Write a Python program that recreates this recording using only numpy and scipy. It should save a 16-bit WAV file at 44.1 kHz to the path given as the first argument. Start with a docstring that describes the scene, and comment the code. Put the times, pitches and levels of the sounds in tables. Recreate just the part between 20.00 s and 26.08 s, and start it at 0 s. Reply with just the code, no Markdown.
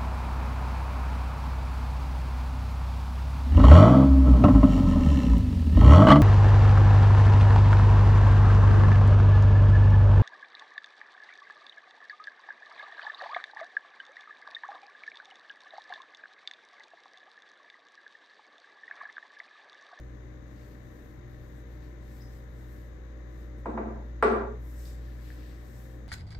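"""A small, hard-walled dining room, with a stereo microphone near a wooden table.
Two tasting glasses are set down in three knocks: each time the foot cracks against the wood, the
table top rings low and late, and the bowl pings. Fingers and rings tap lightly; sleeves rustle.
Farther off, a fridge compressor hums and buzzes from the kitchen on the left."""
import sys
import numpy as np
from scipy import signal
from scipy.fft import rfft, irfft
from scipy.io import wavfile
from scipy.ndimage import uniform_filter1d

SR = 44100
rng = np.random.default_rng(int(sys.argv[2]) if len(sys.argv) > 2 else 0)


def output_pcm(signal):
    """Save a mono or channel-first signal as 16-bit PCM at the path in sys.argv[1].

    Samples are clipped to [-1, 1] before scaling.
    """
    pcm = np.clip(np.atleast_2d(signal).T, -1, 1) * 32767
    wavfile.write(sys.argv[1], SR, np.round(pcm).astype(np.int16))


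N = 268172
T = np.arange(N) / SR
BIN_HZ = np.arange(N // 2 + 1) * SR / N
LEFT, RIGHT = np.array([[1], [0]]), np.array([[0], [1]])

# Lean of the background toward the kitchen. Each row: frequency in Hz, left minus right in dB.
KITCHEN_BALANCE = [(60, -3.5), (110, 5.5), (200, 4.5), (380, 6), (700, -3), (1290, 12.5), (2380, 13.0),
                   (4400, 16.5), (8120, 18), (15000, 4.5)]
# How alike diffuse sound is in the two channels. Each row: frequency in Hz, likeness from 0 to 1.
ROOM_LIKENESS = [(60, 0.98), (130, 0.73), (290, 0.99), (640, 0.02), (1400, 0.06), (9000, 0.03)]


def undb(db):
    """Decibels to gain."""
    return 10 ** (np.asarray(db) / 20)


def over_hz(table, outside=None):
    """Rows of frequency and value, read at every FFT bin on a log axis."""
    hz, value = np.transpose(table)
    return np.interp(np.log(BIN_HZ + 1), np.log(hz), value, outside, outside)


def noise(colour, likeness):
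    """Stereo noise of the given colour and likeness between channels, rms 1."""
    mid, side = rfft(rng.standard_normal((2, N)))
    pair = np.sqrt(1 + likeness) * mid + np.sqrt(1 - likeness) * side * (LEFT - RIGHT)
    out = irfft(pair * colour, N)
    return out / np.sqrt(np.mean(out ** 2))


def waver(rate_hz):
    """Random levels, each held 1 / rate_hz seconds, smoothed twice."""
    hold = int(SR / rate_hz)
    steps = np.repeat(rng.standard_normal(N // hold + 1), hold)
    return uniform_filter1d(uniform_filter1d(steps, hold), hold)[:N]


def ring(start, hz, t60, rise=0.00011):
    """One struck mode: a sine with a rounded start that falls 60 dB in t60 seconds."""
    t = np.clip(T - start, 0, None)
    return np.sin(2 * np.pi * hz * t) * (1 - np.exp(-t / rise)) ** 2 * 1000. ** (-t / t60)


def pan(x, db):
    """Place a sound by its left minus right level in dB."""
    return x * undb(db * (LEFT - RIGHT) / 2)


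def room_tone():
    """Smooth air and appliance noise, louder on the kitchen side."""
    # Each row: frequency in Hz, relative density in dB.
    spectrum = [(22, -22.5), (30, -20), (40, -23), (75, -12.5), (100, -14.5), (150, -16.5), (300, -18),
                (420, -22.5), (700, -32.5), (1300, -37.5), (2600, -48.5), (5000, -57.5), (7500, -68),
                (9500, -87.5)]
    colour = pan(undb(over_hz(spectrum, outside=-79)), over_hz(KITCHEN_BALANCE))
    return undb(-51.5) * noise(colour, over_hz(ROOM_LIKENESS))


def fridge():
    """The compressor, a room away: a swelling hum, wavering partials, casing buzz pulsing once a turn."""
    # Swell of the fundamental. Each row: time in seconds, level in dB.
    swell = [(0.0, -44), (0.71, -48.5), (0.78, -50), (1.27, -49), (1.76, -43.5), (2.2, -45), (3.28, -42.5),
             (3.61, -40.5), (4.27, -38), (5.0, -39), (5.81, -45), (6.08, -41.5)]
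    # Each row: multiple of the fundamental, level in dB, left minus right in dB.
    partials = [(0.514, -64.5, -2.5), (2.057, -53, 3.5), (5.217, -63.5, 7.5), (5.975, -71, -18),
                (7.975, -68, -7.5), (9.01, -67, -0.5), (10.1, -67, 4), (13.03, -74, 5.5),
                (17.25, -80.5, 6.5), (19.05, -77.5, -4.5), (20.4, -80, 6), (22.05, -79.5, -8.5),
                (30.37, -79.5, 19)]
    # Noise bands of the casing. Each row: centre in Hz, width in Hz, level in dB.
    buzz_bands = [(540, 220, -66.5), (1010, 108, -72), (1805, 437, -63), (3730, 330, -76),
                  (6420, 780, -76.5)]
    hum_hz, waver_db, buzz_depth = 58.59, 2.5, 0.18
    turn = 2 * np.pi * hum_hz * (T - LEFT * 10 / SR)  # the hum reaches the left capsule late
    out = np.sqrt(2) * undb(np.interp(T, *np.transpose(swell))) * pan(np.sin(turn), 0.65)
    for multiple, db, pan_db in partials:
        gain = np.sqrt(2) * undb(db + waver_db * waver(rate_hz=6))
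        out += pan(gain * np.cos(multiple * turn + rng.normal(0, 0.53)), pan_db)
    pulse = np.exp(buzz_depth * (np.cos(turn) - .5))
    for hz, width, db in buzz_bands:
        colour = pan(np.exp(-((BIN_HZ - hz) / width) ** 2), over_hz(KITCHEN_BALANCE))
        out += undb(db) * pulse * noise(colour, over_hz(ROOM_LIKENESS))
    return out


def wall_echo(sound):
    """Dense reflections off hard walls, fed by the left channel: they build up, then die band by band."""
    # Each row: band centre in Hz, t60 in seconds, relative level in dB.
    decay_bands = [(223, 1.0, 6.5), (416, 0.91, 5), (738, 1, 7.5), (1650, 0.77, 4), (3220, 0.58, 8.5),
                   (6480, 0.52, 8.5), (12000, .2, -11)]
    # The small room returns no deep bass. Each row: frequency in Hz, gain in dB.
    bass_cut = [(165, -26), (215, 2.5), (16000, -3.5)]
    fill_s, knee_s = 0.0015, 0.3  # past the knee the tail falls away faster
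    tail = 0
    for hz, t60, db in decay_bands:
        passband = [(hz / 2, -30), (hz / 1.486, -3), (hz, 0), (hz * 1.43, -3), (hz * 2, -30)]
        colour = undb(over_hz(passband, outside=-200) + over_hz(bass_cut))
        band = noise(colour, over_hz(ROOM_LIKENESS))
        envelope = (1 - np.exp(-T / fill_s)) * 1000. ** (-T / t60) * np.exp(-(T / knee_s) ** 4)
        tail += undb(db) * band * envelope * np.sqrt(hz / SR / np.sum(envelope ** 2))
    return signal.fftconvolve(sound[:1], tail[:, :SR], axes=1)[:, :N]


def sleeves():
    """Cloth slides in flickering swishes: fine hiss in the centre, two lower bands wide and to the left."""
    # Each row: loudest moment, rise and fall in seconds, then top, middle and low band levels in dB.
    swishes = [(0.67, .12, 0.083, -75.5, -76.5, -71), (1.02, 0.18, 0.13, -76.5, -80, -79),
               (1.32, 0.044, .05, -79, -86, -77), (1.46, 0.056, .05, -78, -80, -80),
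               (1.58, 0.045, .04, -77, -79, -80), (1.74, .05, .05, -77.5, -84, -77),
               (1.85, .04, 0.073, -76.5, -81, -73), (2.17, 0.1, 0.071, -71, -72, -71.5),
               (2.34, 0.046, 0.078, -73.5, -73, -72.5), (2.6, 0.077, .05, -77, -78, -78),
               (2.74, 0.08, 0.11, -74, -75, -76), (3.38, .08, .1, -78.5, -82, -77),
               (3.59, .015, 0.022, -79, -77, -80), (4.7, 0.063, 0.1, -68.5, -73.5, -77),
               (4.86, 0.078, 0.069, -64.5, -62.5, -67.5), (5.08, 0.081, 0.23, -76, -76.5, -70),
               (5.28, 0.059, 0.07, -71, -72, -67), (5.42, 0.077, 0.17, -73.5, -72, -66.5),
               (5.8, .14, .12, -69.5, -71, -71)]
    # Colours of the three bands. Each row: frequency in Hz, relative density in dB.
    top_band = [(10300, -19), (10800, 0.5), (13000, 0), (15000, 0), (15900, -10.5)]
    middle_band = [(5000, -2.5), (6500, -4), (7800, -1), (8800, -3), (9400, -17)]
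    low_band = [(2200, -4.5), (3200, -8.5), (4500, -6.5), (5600, -12.5), (7000, -41)]
    power = undb([-87, -87, -83])[:, None] ** 2  # faint hiss between swishes
    for peak_s, rise, fall, *band_db in swishes:
        swell = np.exp(-((T - peak_s) / np.where(T < peak_s, rise, fall)) ** 2)
        power = power + undb(band_db)[:, None] ** 2 * swell
    top, middle, low = np.sqrt(power)
    flicker = undb(1.4 * waver(rate_hz=25))
    out = top * flicker * noise(undb(over_hz(top_band, outside=-84)), likeness=0.77)
    for band, gain in ((middle_band, middle), (low_band, low)):
        flicker = undb(1.5 * waver(rate_hz=30))
        hiss = noise(undb(over_hz(band, outside=-71)), likeness=0.25)
        out += gain * flicker * pan(hiss, 4)
    return out


def finger_taps():
    """Light touches of fingers, rings and glass, each sounding one brief mode."""
    # Each row: start in seconds, level in dB, pitch in Hz, t60 in seconds, left minus right in dB.
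    touches = [(2.207, -60, 5130, 0.05, 7), (2.209, -63, 5075, .09, 14), (2.222, -66, 5820, 0.045, 18),
               (4.855, -47.5, 3700, 0.0082, 6), (4.854, -44.5, 4750, 0.0092, 0),
               (4.871, -55, 5180, 0.013, 7), (4.931, -52, 7500, 0.008, 0), (5.303, -33, 1750, 0.0081, 5),
               (5.304, -49, 2600, 0.0049, 0)]
    return sum(pan(undb(db) * ring(start, hz, t60, rise=0.8 / hz), pan_db)
               for start, db, hz, t60, pan_db in touches)


def glasses():
    """A foot knocks and cracks on the wood, the table's modes fill in from the top down, the bowl pings."""
    # Each row: start in seconds, level in dB, knock pitch in Hz, knock t60 in seconds, spot on the table
    # from 0 (left) to 1 (right), crack in relative dB, bowl pitch in Hz, bowl in relative dB,
    # bowl t60 in seconds, left minus right in dB.
    landings = [(3.6570, -20, 975, 0.015, 0, -28.5, 7950, -59, 0.064, -1),
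                (3.7754, -19, 950, 0.012, 0.21, -28.5, 8100, -80, .06, -9),
                (4.2252, -7.5, 1338, 0.012, 0.86, -19, 8290, -51, 0.14, 4)]
    # Modes of the table top. Each row: pitch in Hz, t60 and rise in seconds, then relative level in dB
    # when struck at the left spot and at the right spot.
    top_modes = [(212.3, 0.16, 0.015, -7, -19.5), (236.1, 0.2, 0.024, -5.5, -10),
                 (312, 0.1, 0.0056, -7.5, -19), (357, 0.15, 0.0033, -11.5, -15),
                 (394.6, 0.15, 0.0098, -13, -3), (432.8, 0.13, 0.0039, -17.5, -2),
                 (460.7, 0.083, 0.0036, -9.5, -12.5), (550, 0.1, 0.0052, -13, -13.5),
                 (674, 0.047, 0.0015, -7.5, -8.5), (880, 0.044, 0.0013, -15.5, -8),
                 (960, 0.02, 0.0016, -19.5, 3), (1182, 0.075, 0.0023, -16, -5),
                 (1403, 0.029, 0.001, -13, -10), (1565, 0.036, 0.00028, -16.5, -11),
                 (1928, 0.043, 0.00094, -24, -14), (2317, 0.023, 0.00067, -27.5, -17.5)]
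    # Colour of the contact crack. Each row: frequency in Hz, relative density in dB.
    crack_spectrum = [(1200, -16), (2200, -3), (3500, 1), (5000, -6.5), (7000, -16), (10000, -26),
                      (15000, -12)]
    knock_db, ping_db, bowl_split = 2.5, 14, 0.0023
    crack_delay_s, top_lag_s, bowl_lag_s = 0.001035, 0.0001, 0.00003  # lags are at the right capsule
    wood, cracks, bowls = np.zeros((3, 2, N))
    crack = irfft(undb(over_hz(crack_spectrum, outside=-48.5)), N)
    crack /= crack.max()
    for start, db, knock_hz, knock_t60, spot, crack_db, bowl_hz, bowl_db, bowl_t60, pan_db in landings:
        knock = undb(knock_db) * ring(start, knock_hz, knock_t60, rise=0.0008)
        top = sum(undb(left + spot * (right - left)) * ring(start + RIGHT * top_lag_s, hz, t60, rise)
                  for hz, t60, rise, left, right in top_modes)
        wood += undb(db) * (pan(knock, pan_db) + top)
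        cracks += pan(undb(db + crack_db) * np.roll(crack, int((start + crack_delay_s) * SR)), pan_db)
        arrival = start + RIGHT * bowl_lag_s
        ping = undb(ping_db) * ring(arrival, bowl_hz, t60=0.021)
        twin = 0.62 * ring(arrival, bowl_hz * (1 + bowl_split), bowl_t60)  # beats with the main mode
        bowls += undb(db + bowl_db) * (ping + ring(arrival, bowl_hz, bowl_t60) + twin)
    return wood, cracks, bowls


def scene():
    """Glasses, taps and their echo over the fridge, the room tone and the sleeves."""
    wood, cracks, bowls = glasses()
    taps = finger_taps()
    direct = wood + taps + bowls + 0.53 * cracks  # the foot shields the microphone from the crack
    echo = wall_echo(wood + 0.6 * taps + cracks + 0.37 * bowls)  # little of the thin ping comes back
    return direct + echo + fridge() + room_tone() + sleeves()


def record(dry):
    """The recorder cuts the top treble steeply."""
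    cutoff_hz = 15700
    return signal.sosfilt(signal.ellip(10, .2, 70, cutoff_hz, fs=SR, output="sos"), dry)


dry = scene()
out = record(dry)
output_pcm(out)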